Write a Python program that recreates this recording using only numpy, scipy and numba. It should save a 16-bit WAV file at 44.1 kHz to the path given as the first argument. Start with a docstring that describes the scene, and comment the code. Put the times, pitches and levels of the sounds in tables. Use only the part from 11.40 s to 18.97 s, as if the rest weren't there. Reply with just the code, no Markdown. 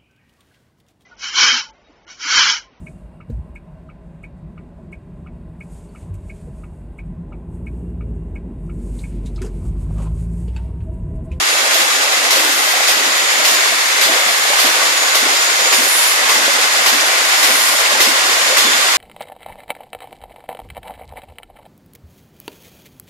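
"""A steady hiss of air, sharp blasts and knocks about every 0.57 s, and water that gushes, gurgles and glugs.
An air-driven diaphragm pump circulates water in a steel tank in a workshop; a phone hears it and moves closer.
Air noise is filtered hiss; at each reversal the valve knocks and a chamber blows down in a decaying blast.
About every third stroke sizzles and may whistle; delayed copies from nearby surfaces colour the hiss.
Water is noise plus thousands of bubbles, each a fading tone; large pockets of air plop and glug."""
import sys
import numpy as np
from scipy import signal
from scipy.fft import rfft, irfft
from scipy.io import wavfile
from scipy.ndimage import uniform_filter1d, minimum_filter1d
from numba import njit

SR = 44100
rng = np.random.default_rng(int(sys.argv[2]) if len(sys.argv) > 2 else 0)


def store_wav(level_fs):
    """Save 16-bit WAV to argv[1]."""
    pcm = np.round(np.clip(np.atleast_2d(level_fs), -1, 1) * 32767)
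    wavfile.write(sys.argv[1], SR, pcm.T.astype(np.int16))


N = 333837
TIME = np.arange(N) / SR  # seconds
FREQS = np.fft.rfftfreq(N, 1 / SR)  # Hz

# How far the phone has moved towards the pump. Each row: time in seconds, distance in metres.
APPROACH = [(0, 0.067), (1.5, 0.21), (3, 0.54), (6, 1.374), (7.57, 1.46)]
# Soft low thumps as the phone overloads on some strokes. Each row: start in seconds, level in dB.
OVERLOAD_THUMPS = [(2.05, -58), (3.75, -57), (4.35, -58), (5.465, -46), (6.03, -57), (6.603, -42),
                   (7.172, -42)]
# The two microphone ports. Each row: pitch in Hz, likeness from 0 to 1, left lead in radians,
# left minus right in dB.
PORTS = [(250, 0.74, -0.1, 0.4), (400, 0.62, -0.2, 0.4), (560, 0.8, 0.2, -1.0), (730, 0.46, -0.6, 3.8),
         (880, 0.4, -1.3, -1.2), (1080, 0.47, -0.9, 0.3), (1350, 0.36, -2.6, 0.5), (1750, 0.29, -2.9, 2.0),
         (2150, 0.11, -2.0, 3.1), (2750, 0.18, -0.0, -1.4), (3600, 0.08, -2.8, -2.7),
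         (5400, 0.15, 0.0, 0.5), (7000, 0.08, 1.8, -1.6), (12000, 0.06, 2.3, -3.3)]
# Overall colour of the water. Each row: pitch in Hz, relative level in dB.
SPLASH_COLOUR = [(120, -45), (215, -24), (275, -8), (420, -2.5), (580, 0.5), (800, 3.5), (1200, 2),
                 (2000, 8), (3500, 4.5), (7000, -2.5), (14000, -36)]
# Size groups of the gurgling bubbles. Each row: middle pitch in Hz, level in dB.
GURGLE_SIZES = [(620, -31.5), (950, -32), (1500, -30.5), (2400, -29.5)]
# Single bubbles that stand out. Each row: start in seconds, starting strength in dB, starting pitch in Hz.
GULPS = [(.262, -19, 548), (.968, -15, 540), (1.337, -15, 745), (1.405, -14.5, 770), (1.999, -17, 600),
         (2.258, -13, 1060), (2.322, -15.5, 667), (2.689, -14, 650), (3.102, -16, 577), (3.133, -17, 794),
         (3.27, -23, 570), (3.43, -17, 670), (3.94, -19, 562), (4.555, -21, 514), (4.823, -16, 784),
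         (4.894, -12, 1035), (5.08, -13, 552), (6.347, -19, 597), (6.518, -16, 595), (6.551, -13, 860),
         (7.099, -17.5, 502), (7.123, -14.5, 580)]
# Deep glugs, a strong one as each gush lands and weaker ones between.
# Each row: start in seconds, reference level in dB, reference pitch in Hz.
GLUGS = [(0.216, -28, 245), (.415, -25, 234), (.772, -29, 220), (.945, -30, 226), (0.98, -21, 283),
         (1.135, -28, 223), (1.565, -24, 226), (1.668, -23.5, 221), (1.825, -31, 225), (1.988, -28, 221),
         (2.115, -22, 263), (2.298, -32, 200), (2.655, -25, 225), (2.695, -13, 307), (2.862, -24.5, 219),
         (2.99, -35, 223), (3.245, -15, 267), (3.295, -35, 205), (3.46, -37, 202), (3.825, -17.5, 247),
         (4.208, -28, 216), (4.385, -15, 242), (4.853, -29, 229), (4.963, -19, 232), (5.036, -26, 237),
         (5.13, -30.5, 211), (5.398, -27, 215), (5.528, -16, 245), (6.1, -18, 234), (6.18, -28, 226),
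         (6.295, -34, 222), (6.535, -20, 230), (6.67, -16.5, 231), (6.87, -33, 223), (7.022, -30, 225),
         (7.248, -14, 232), (7.345, -23, 229)]
# The three pockets a glug breaks into. Each row: delay in seconds, level in dB relative to the glug,
# pitch as a ratio to the glug.
GLUG_PARTS = [(0, -8, 1.02), (.02, -9, 1.246), (.043, -12, 1.12)]
# Hollow bands in the rush, upper one first. Each row: centre in Hz, half width in Hz.
HOLLOW_BANDS = [(2010, 230), (1160, 210)]
# Their changing levels. Each row: time in seconds, upper band in dB, lower band in dB.
HOLLOW_LEVELS = [(0, -41, -49), (1.6, -28, -51), (2.1, -26.5, -35), (2.7, -23.5, -38), (3.2, -29.5, -38),
                 (5, -25.5, -33.5), (6.3, -28, -28.5), (7.57, -28, -26.5)]
# Valve reversals. Each row: start in seconds, blast in dB before a common lift, blow-down time in seconds,
# muffler song in dB, knock in dB.
STROKES = [(.332, -18, 0.12, -28, -32), (.906, -16, 0.13, -29, -20), (1.475, -16.5, 0.1, -32, -24),
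           (2.047, -14.5, 0.12, -30, -18), (2.612, -16.5, 0.079, -26, -20), (3.187, -14, .085, -35, -19),
           (3.746, -17, 0.069, -26, -23), (4.325, -14.5, 0.061, -40, -12), (4.89, -17, .09, -31, -21),
           (5.46, -15, 0.1, -41, -14), (6.028, -14.5, 0.062, -33, -21), (6.602, -13, 0.094, -38, -11.5),
           (7.169, -13, 0.052, -19.5, -12.5)]
# Check balls that clack on their seats. Each row: start in seconds, level in dB.
CHECK_BALLS = [(.404, -23), (1.484, -19), (2.078, -19), (3.419, -17), (3.773, -15), (4.918, -14),
               (4.958, -12.5), (6.046, -13)]
# Ringing tones of the pump housing. Each row: pitch in Hz, level in dB relative to the knock,
# cycles until it has fallen by 60 dB.
HOUSING_TONES = [(1138, -4, 78), (2030, 2.5, 124), (2380, -25, 110)]
# Colour of the dull clack. Each row: pitch in Hz, relative level in dB.
KNOCK_COLOUR = [(40, -40), (180, -33), (320, -2), (600, -11), (1200, 0), (2500, -4), (8000, -33)]
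# Times when the valve leaks. Each row: start in seconds, length in seconds, sizzle in dB.
LEAKS = [(.92, 0.48, -24.5), (2.633, 0.91, -27.5), (4.33, 0.48, -19), (5.93, 0.52, -20)]
# Colour of the sizzle. Each row: pitch in Hz, relative level in dB.
SIZZLE_COLOUR = [(3000, -53), (7000, -3), (9000, 4.5), (10500, 3), (14500, 0.5)]
# Whistles of the valve and muffler. Each row: start in seconds, length in seconds, starting pitch in Hz,
# sag in Hz per second (negative rises), width in Hz, level in dB before the flutter.
WHISTLES = [(1.1, 0.44, 11880, 0, 14, -33), (1.68, .18, 11900, 0, 26, -39), (4.332, .07, 8950, 0, 130, -26),
            (4.38, .34, 8850, -200, 50, -31), (4.457, 0.3, 10500, 500, 26, -21.5),
            (4.46, .24, 9900, 300, 45, -32), (4.885, .06, 8920, 0, 40, -29),
            (6.075, 0.36, 10440, 200, 24, -29), (5.92, .42, 9000, 0, 60, -34)]
# The muffler's lasting thin whistle. 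Each row: time in seconds, level in dB.
MUFFLER_WHISTLE = [(0, -34), (.7, -31), (1.0, -43), (1.7, -32), (2.15, -23), (2.5, -41), (3.05, -26),
                   (3.35, -42), (3.68, -22), (3.85, -36), (3.98, -24.5), (4.3, -23), (4.55, -32),
                   (5.7, -37), (5.95, -31), (6.7, -34), (7.15, -29), (7.57, -37)]
# Colour of the steady hiss. Each row: pitch in Hz, relative level in dB.
HISS_COLOUR = [(200, -49), (400, -18.5), (750, -6.5), (1400, 1), (2100, 0.5), (2900, -2.5), (5000, -2),
               (5800, -5), (7200, -3), (7800, -8), (10000, -10), (14500, -17.5)]
# Colour of the blast. Each row: pitch in Hz, relative level in dB.
BLAST_COLOUR = [(150, -28), (400, 0), (1200, 5.5), (2300, 10.5), (5000, 12), (8000, 5), (14500, 3)]
# Muffler resonances. Each row: centre in Hz, full width in Hz, added peak in dB relative to the plain hiss.
MUFFLER_RESONANCES = [(1920, 13, 4), (3540, 220, -1.5), (5250, 84, -17), (6960, 43, -6), (7220, 120, -17)]

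STROKE_S = .57
RUMBLE_DB, RUMBLE_HZ, THUMP_HZ = -79, 130, 120
WATER_DB = -22.5
# Each gush lands a little after the reversal; its churn jumps, then dies down until the next.
LANDING_S, SURGE_DB, SURGE_FALL_DB_PER_S = 0.052, 3, 12
# The spray is strongest just after the reversal and weakest about half a stroke later.
SPRAY_PEAK_S, SPRAY_SWING_DB = 0.023, 2
MUFFLER_WHISTLE_HZ, MUFFLER_WHISTLE_WIDTH_HZ = 6884, 8
# The hiss starts near this level and gains as the phone comes closer.
AIR_DB, AIR_DB_PER_M = -14.5, 0.85
# The spool shuts the exhaust a little before it flips: a slight dip; a second dip fades after the flip.
SHUT_S, SHUT_DB = 0.022, -0.5
AFTER_DIP_S, AFTER_DIP_DB = 0.013, -0.5
# Above 1, the choked exhaust holds a blast up before it falls.
BLOWDOWN_HOLD = 1.3
# The muffler's song after a blast is a narrow band of hiss that fades over the stroke.
SING_HZ, SING_WIDTH_HZ, SING_S = 3480, 44, 0.34
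CEILING, TOP_HZ = .97, 14500  # peak limit as a share of full scale, and treble limit


def undb(db):
    """Turn decibels into a gain."""
    return 10 ** (np.asarray(db) / 20)


def unit(x):
    """Scale a sound to an rms (average strength) of 1."""
    return x / np.sqrt(np.mean(x ** 2))


def curve(table, at=TIME, axis=1):
    """Join one column of a table by straight lines."""
    rows = np.array(table)
    return np.interp(at, rows[:, 0], rows[:, axis])


def over_pitch(table, axis=1):
    """Join one column of a table along a logarithmic pitch scale."""
    rows = np.array(table)
    return np.interp(np.log(FREQS + 1), np.log(rows[:, 0]), rows[:, axis])


def colour(x, gain):
    """Filter by a gain for each frequency, then scale to rms 1."""
    return unit(irfft(rfft(x) * gain, N))


def noise():
    """Turbulence as separate random noise for the two ports."""
    return rng.standard_normal((2, N))


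def low_noise(corner_hz):
    """Noise that weakens smoothly above a corner frequency."""
    return colour(noise(), 1 / (1 + (FREQS / corner_hz) ** 2))


def band(hz, width_hz):
    """Noise in one resonance, strongest at its centre."""
    return colour(noise(), 1 / (1 + ((FREQS - hz) / width_hz) ** 2))


def walk(rate_hz):
    """Wander smoothly and randomly with a spread of 1."""
    return colour(rng.standard_normal(N), np.exp(-(FREQS / rate_hz) ** 2))


def burst(start, rise, fall, hold=1):
    """Open quickly, then fall exponentially, or stay up at first when hold is over 1."""
    age = np.maximum(TIME - start, 0)
    opening = 1 - np.exp(-age / rise)
    return opening * np.exp(-np.minimum(age / fall, 20) ** hold)


def swell(start, length):
    """Rise and fall as the square root of half a sine wave."""
    progress = np.clip((TIME - start) / length, 0, 1)
    return np.sqrt(np.sin(np.pi * progress).clip(0))


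def tone(hz, width_hz, rough=0.51):
    """An unsteady jet tone: its strength and phase waver, which widens its line."""
    waver = low_noise(width_hz)
    drift = low_noise(width_hz)
    phase = 2 * np.pi * np.cumsum(hz * np.ones(N)) / SR
    return unit((1 + rough * waver) * np.sin(phase + 2 * drift))


@njit
def ring(starts, hz, cycles, sizes, glide):
    """Fading sines; cycles counts to -60 dB, and glide raises the pitch as a bubble nears the surface."""
    out = np.zeros(N)
    for k in range(len(starts)):
        first, length = int(starts[k] * SR), int(cycles[k] * SR / hz[k]) + 2
        step = 2 * np.pi * hz[k] / SR
        # Turning a complex number makes the sine; each turn also shrinks it a little.
        state = sizes[k] + 0j
        turn = np.exp(1j * step - np.log(1000) / length)
        bend = np.exp(1j * step * glide / length)
        for i in range(max(first, 0), min(first + length, N)):
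            out[i] += state.imag
            state *= turn
            turn *= bend
    return out


def closer(db_per_m):
    """Decibels gained as the phone nears the pump."""
    return db_per_m * curve(APPROACH)


def since_reversal(lag):
    """Seconds since the latest moment that lies lag seconds after a reversal."""
    # One earlier reversal began the stroke already under way.
    reversals = np.array([STROKES[0][0] - STROKE_S] + [row[0] for row in STROKES])
    marks = reversals + lag
    return TIME - marks[np.maximum(np.searchsorted(marks, TIME) - 1, 0)]


def ports(pair):
    """Two ports a hand apart hear the bass much alike and the treble almost unrelated."""
    shared, separate = rfft(pair)
    like = np.clip(over_pitch(PORTS), 0, .98)
    lag = np.exp(-1j * over_pitch(PORTS, axis=2))
    right = like * shared * lag + np.sqrt(1 - like ** 2) * separate
    lean = undb(over_pitch(PORTS, axis=3) / 2)
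    return irfft(np.array([shared * lean, right / lean]), N)


def low_cut(x, hz):
    """Remove the bass steeply below a chosen frequency."""
    return irfft(rfft(x) / np.sqrt(1 + (hz / (FREQS + 1)) ** 44), N)


def tank(x, t60, wet_db):
    """Direct sound plus dense reflections from tank and workshop, different at each port."""
    age = TIME[:SR // 2]
    tail = rng.standard_normal((2, len(age))) * undb(-60 * age / t60)
    tail *= age > .003  # reflections start after 3 ms
    tail *= undb(wet_db) / np.sqrt(np.sum(tail ** 2, axis=1, keepdims=True))
    return x + signal.fftconvolve(x[None], tail, axes=1)[:, :N]


def reflections(x, echo_db, longest_s, count=12):
    """Floor, water and tank walls echo the air noise; paths change with the phone and shift its colour."""
    travel_s = uniform_filter1d(curve(APPROACH), SR // 2) / 343  # distance over speed of sound in m/s
    out = x.copy()
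    for side in range(2):
        for path, slant in rng.random((count, 2)):
            delay = 0.00099 + longest_s * path + .5 * slant * travel_s
            out[side] += undb(echo_db) * np.interp(TIME - delay, TIME, x[side], left=0)
    return out / np.sqrt(1 + count * undb(echo_db) ** 2)


def rumble(fall=0.019):
    """The workshop's faint low noise, and soft low thumps as the phone overloads on some strokes."""
    thump_level = sum(undb(db) * burst(t, 0.003, fall) for t, db in OVERLOAD_THUMPS)
    thumps = thump_level * low_noise(THUMP_HZ)
    return thumps + undb(RUMBLE_DB) * low_noise(RUMBLE_HZ)


def hollows():
    """Two hollow noise bands in the rush that come forward as the phone moves in over the tank."""
    out = 0
    for k, (hz, width_hz) in enumerate(HOLLOW_BANDS):
        out = out + band(hz, width_hz) * undb(curve(HOLLOW_LEVELS, axis=k + 1))
    return out


def cloud(low_hz, high_hz, cycles, scatter_db, count):
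    """Bubbles of many sizes ring at random moments, a few much louder than the rest."""
    when, size, life, strength = rng.random((count, 4)).T
    hz = low_hz * (high_hz / low_hz) ** size
    loudness = undb(-scatter_db * np.log(np.maximum(strength, .01)))
    sizes = loudness * np.sqrt(hz / low_hz)
    return ring(when * N / SR, hz, cycles * (.5 + life), sizes, 0.26)


def gush(wash_db=-7, churn_hz=380, lumpy_db=3.0):
    """The jet drives bubbles and spray into the tank; the deep churn surges with each stroke."""
    bubbles = np.array([cloud(225.4, 11820, 34.0, 3.14, count=18000) for side in range(2)])
    water = colour(unit(bubbles) + undb(wash_db) * noise(), undb(over_pitch(SPLASH_COLOUR)))
    deep = irfft(rfft(water) / (1 + (FREQS / churn_hz) ** 8), N)
    surge_db = SURGE_DB - SURGE_FALL_DB_PER_S * since_reversal(LANDING_S)
    churn = deep * undb(surge_db + lumpy_db * walk(11))
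    clumps_db = .9 * walk(25)
    swing_db = SPRAY_SWING_DB * np.cos(2 * np.pi * since_reversal(SPRAY_PEAK_S) / STROKE_S)
    spray = (water - deep) * undb(swing_db + clumps_db)
    return (churn + spray) * undb(WATER_DB)


def gurgle():
    """Middling bubbles boil up in irregular clusters, each size at its own moments."""
    out = 0
    for hz, db in GURGLE_SIZES:
        bubbles = np.array([cloud(hz / 1.3, hz * 1.3, 32, 1.6, count=900) for side in range(2)])
        clusters_db = 5 * np.tanh(walk(9))
        out = out + unit(bubbles * undb(clusters_db)) * undb(db)
    return out


def pockets(gulp_cycles=42, glug_cycles=27, glide=0.089):
    """Large air pockets pinch off under the jet and ring, mostly direct: plops, and glugs that break in three."""
    rows = [(t, db, hz, gulp_cycles) for t, db, hz in GULPS]
    for t, db, hz in GLUGS:
        for lag, part_db, ratio in GLUG_PARTS:
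            rows.append((t + lag, db + part_db, hz * ratio, glug_cycles))
    when, db, hz, cycles = np.array(rows, dtype=float).T.copy()
    return tank(ring(when, hz, cycles, undb(db), glide), t60=.18, wet_db=-9)


def knocks(fall=0.014, ball_fall=0.0047):
    """Spool and check balls land in the water-filled housing: short dull clacks that ring the casting."""
    blows = [(t, db, fall) for t, *_, db in STROKES]
    blows += [(t, db, ball_fall) for t, db in CHECK_BALLS]
    strength = sum(undb(db) * burst(t, 0.001, length) for t, db, length in blows)
    clack = colour(noise(), undb(over_pitch(KNOCK_COLOUR))) * strength
    rows = [(t, db + mode_db, hz, cycles) for t, db, _ in blows for hz, mode_db, cycles in HOUSING_TONES]
    when, db, hz, cycles = np.array(rows, dtype=float).T.copy()
    return clack + ring(when, hz, cycles, undb(db), 0.)


def leak(flutter_db=0.5):
    """Air squeezes past the valve: a fine sizzle, and fluttering whistles whose pitch may slide."""
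    sizzle_level = sum(undb(db) * swell(t, length) for t, length, db in LEAKS)
    out = colour(noise(), undb(over_pitch(SIZZLE_COLOUR))) * sizzle_level
    flutter = unit(undb(flutter_db * walk(21)))
    for t, length, hz, sag, width_hz, db in WHISTLES:
        pitch_hz = hz - sag * np.clip(TIME - t, 0, length)
        out = out + tone(pitch_hz, width_hz) * swell(t, length) * flutter * undb(db)
    thin_whistle = tone(MUFFLER_WHISTLE_HZ, MUFFLER_WHISTLE_WIDTH_HZ, rough=.25)
    return out + thin_whistle * undb(curve(MUFFLER_WHISTLE))


def exhaust(flutter_db=0.71, blast_db=4.0):
    """Air hisses in the muffler's resonances; each reversal's blow-down blasts and makes the muffler sing."""
    resonant_power = 1
    for hz, width_hz, db in MUFFLER_RESONANCES:
        resonant_power = resonant_power + undb(db) ** 2 / (1 + (2 * (FREQS - hz) / width_hz) ** 2)
    valve_db = 0
    for t, *_ in STROKES:
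        valve_db = valve_db + SHUT_DB * np.exp(-((TIME - t) / SHUT_S) ** 2) * (TIME < t)
        valve_db = valve_db + AFTER_DIP_DB * burst(t, 0.001, AFTER_DIP_S)
    hiss_db = AIR_DB + closer(AIR_DB_PER_M) + valve_db + flutter_db * walk(27)
    hiss = colour(noise(), undb(over_pitch(HISS_COLOUR)) * np.sqrt(resonant_power)) * undb(hiss_db)
    pressure = sum(undb(db) * burst(t, 0.00056, length, BLOWDOWN_HOLD) for t, db, length, _, _ in STROKES)
    sputter_db = 1.3 * walk(110)
    blast = colour(noise(), undb(over_pitch(BLAST_COLOUR))) * pressure * undb(blast_db + sputter_db)
    sing_level = sum(undb(db) * burst(t, 0.01, SING_S) for t, _, _, db, _ in STROKES)
    return hiss + blast + sing_level * band(SING_HZ, SING_WIDTH_HZ)


def scene(rush_cut_hz=252, glug_cut_hz=196):
    """Pump and water over the workshop's rumble; big air pockets reach lower than the rush."""
    air = reflections(exhaust(), echo_db=-17, longest_s=.009)
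    rush = ports(air + hollows() + leak() + knocks() + gush() + gurgle())
    return low_cut(rush, rush_cut_hz) + low_cut(pockets(), glug_cut_hz) + ports(rumble())


def record(dry):
    """The phone's very fast limiter shaves the highest peaks of each channel; the top treble is cut."""
    top_cut = signal.ellip(10, .2, 70, TOP_HZ, fs=SR, output="sos")
    peaks = np.abs(signal.sosfilt(top_cut, dry))
    room = CEILING / np.maximum(peaks, CEILING)
    gain = uniform_filter1d(minimum_filter1d(room, size=41), size=35)  # about 1 ms, in samples
    return signal.sosfilt(top_cut, dry * gain)


dry = scene()
out = record(dry)
store_wav(out)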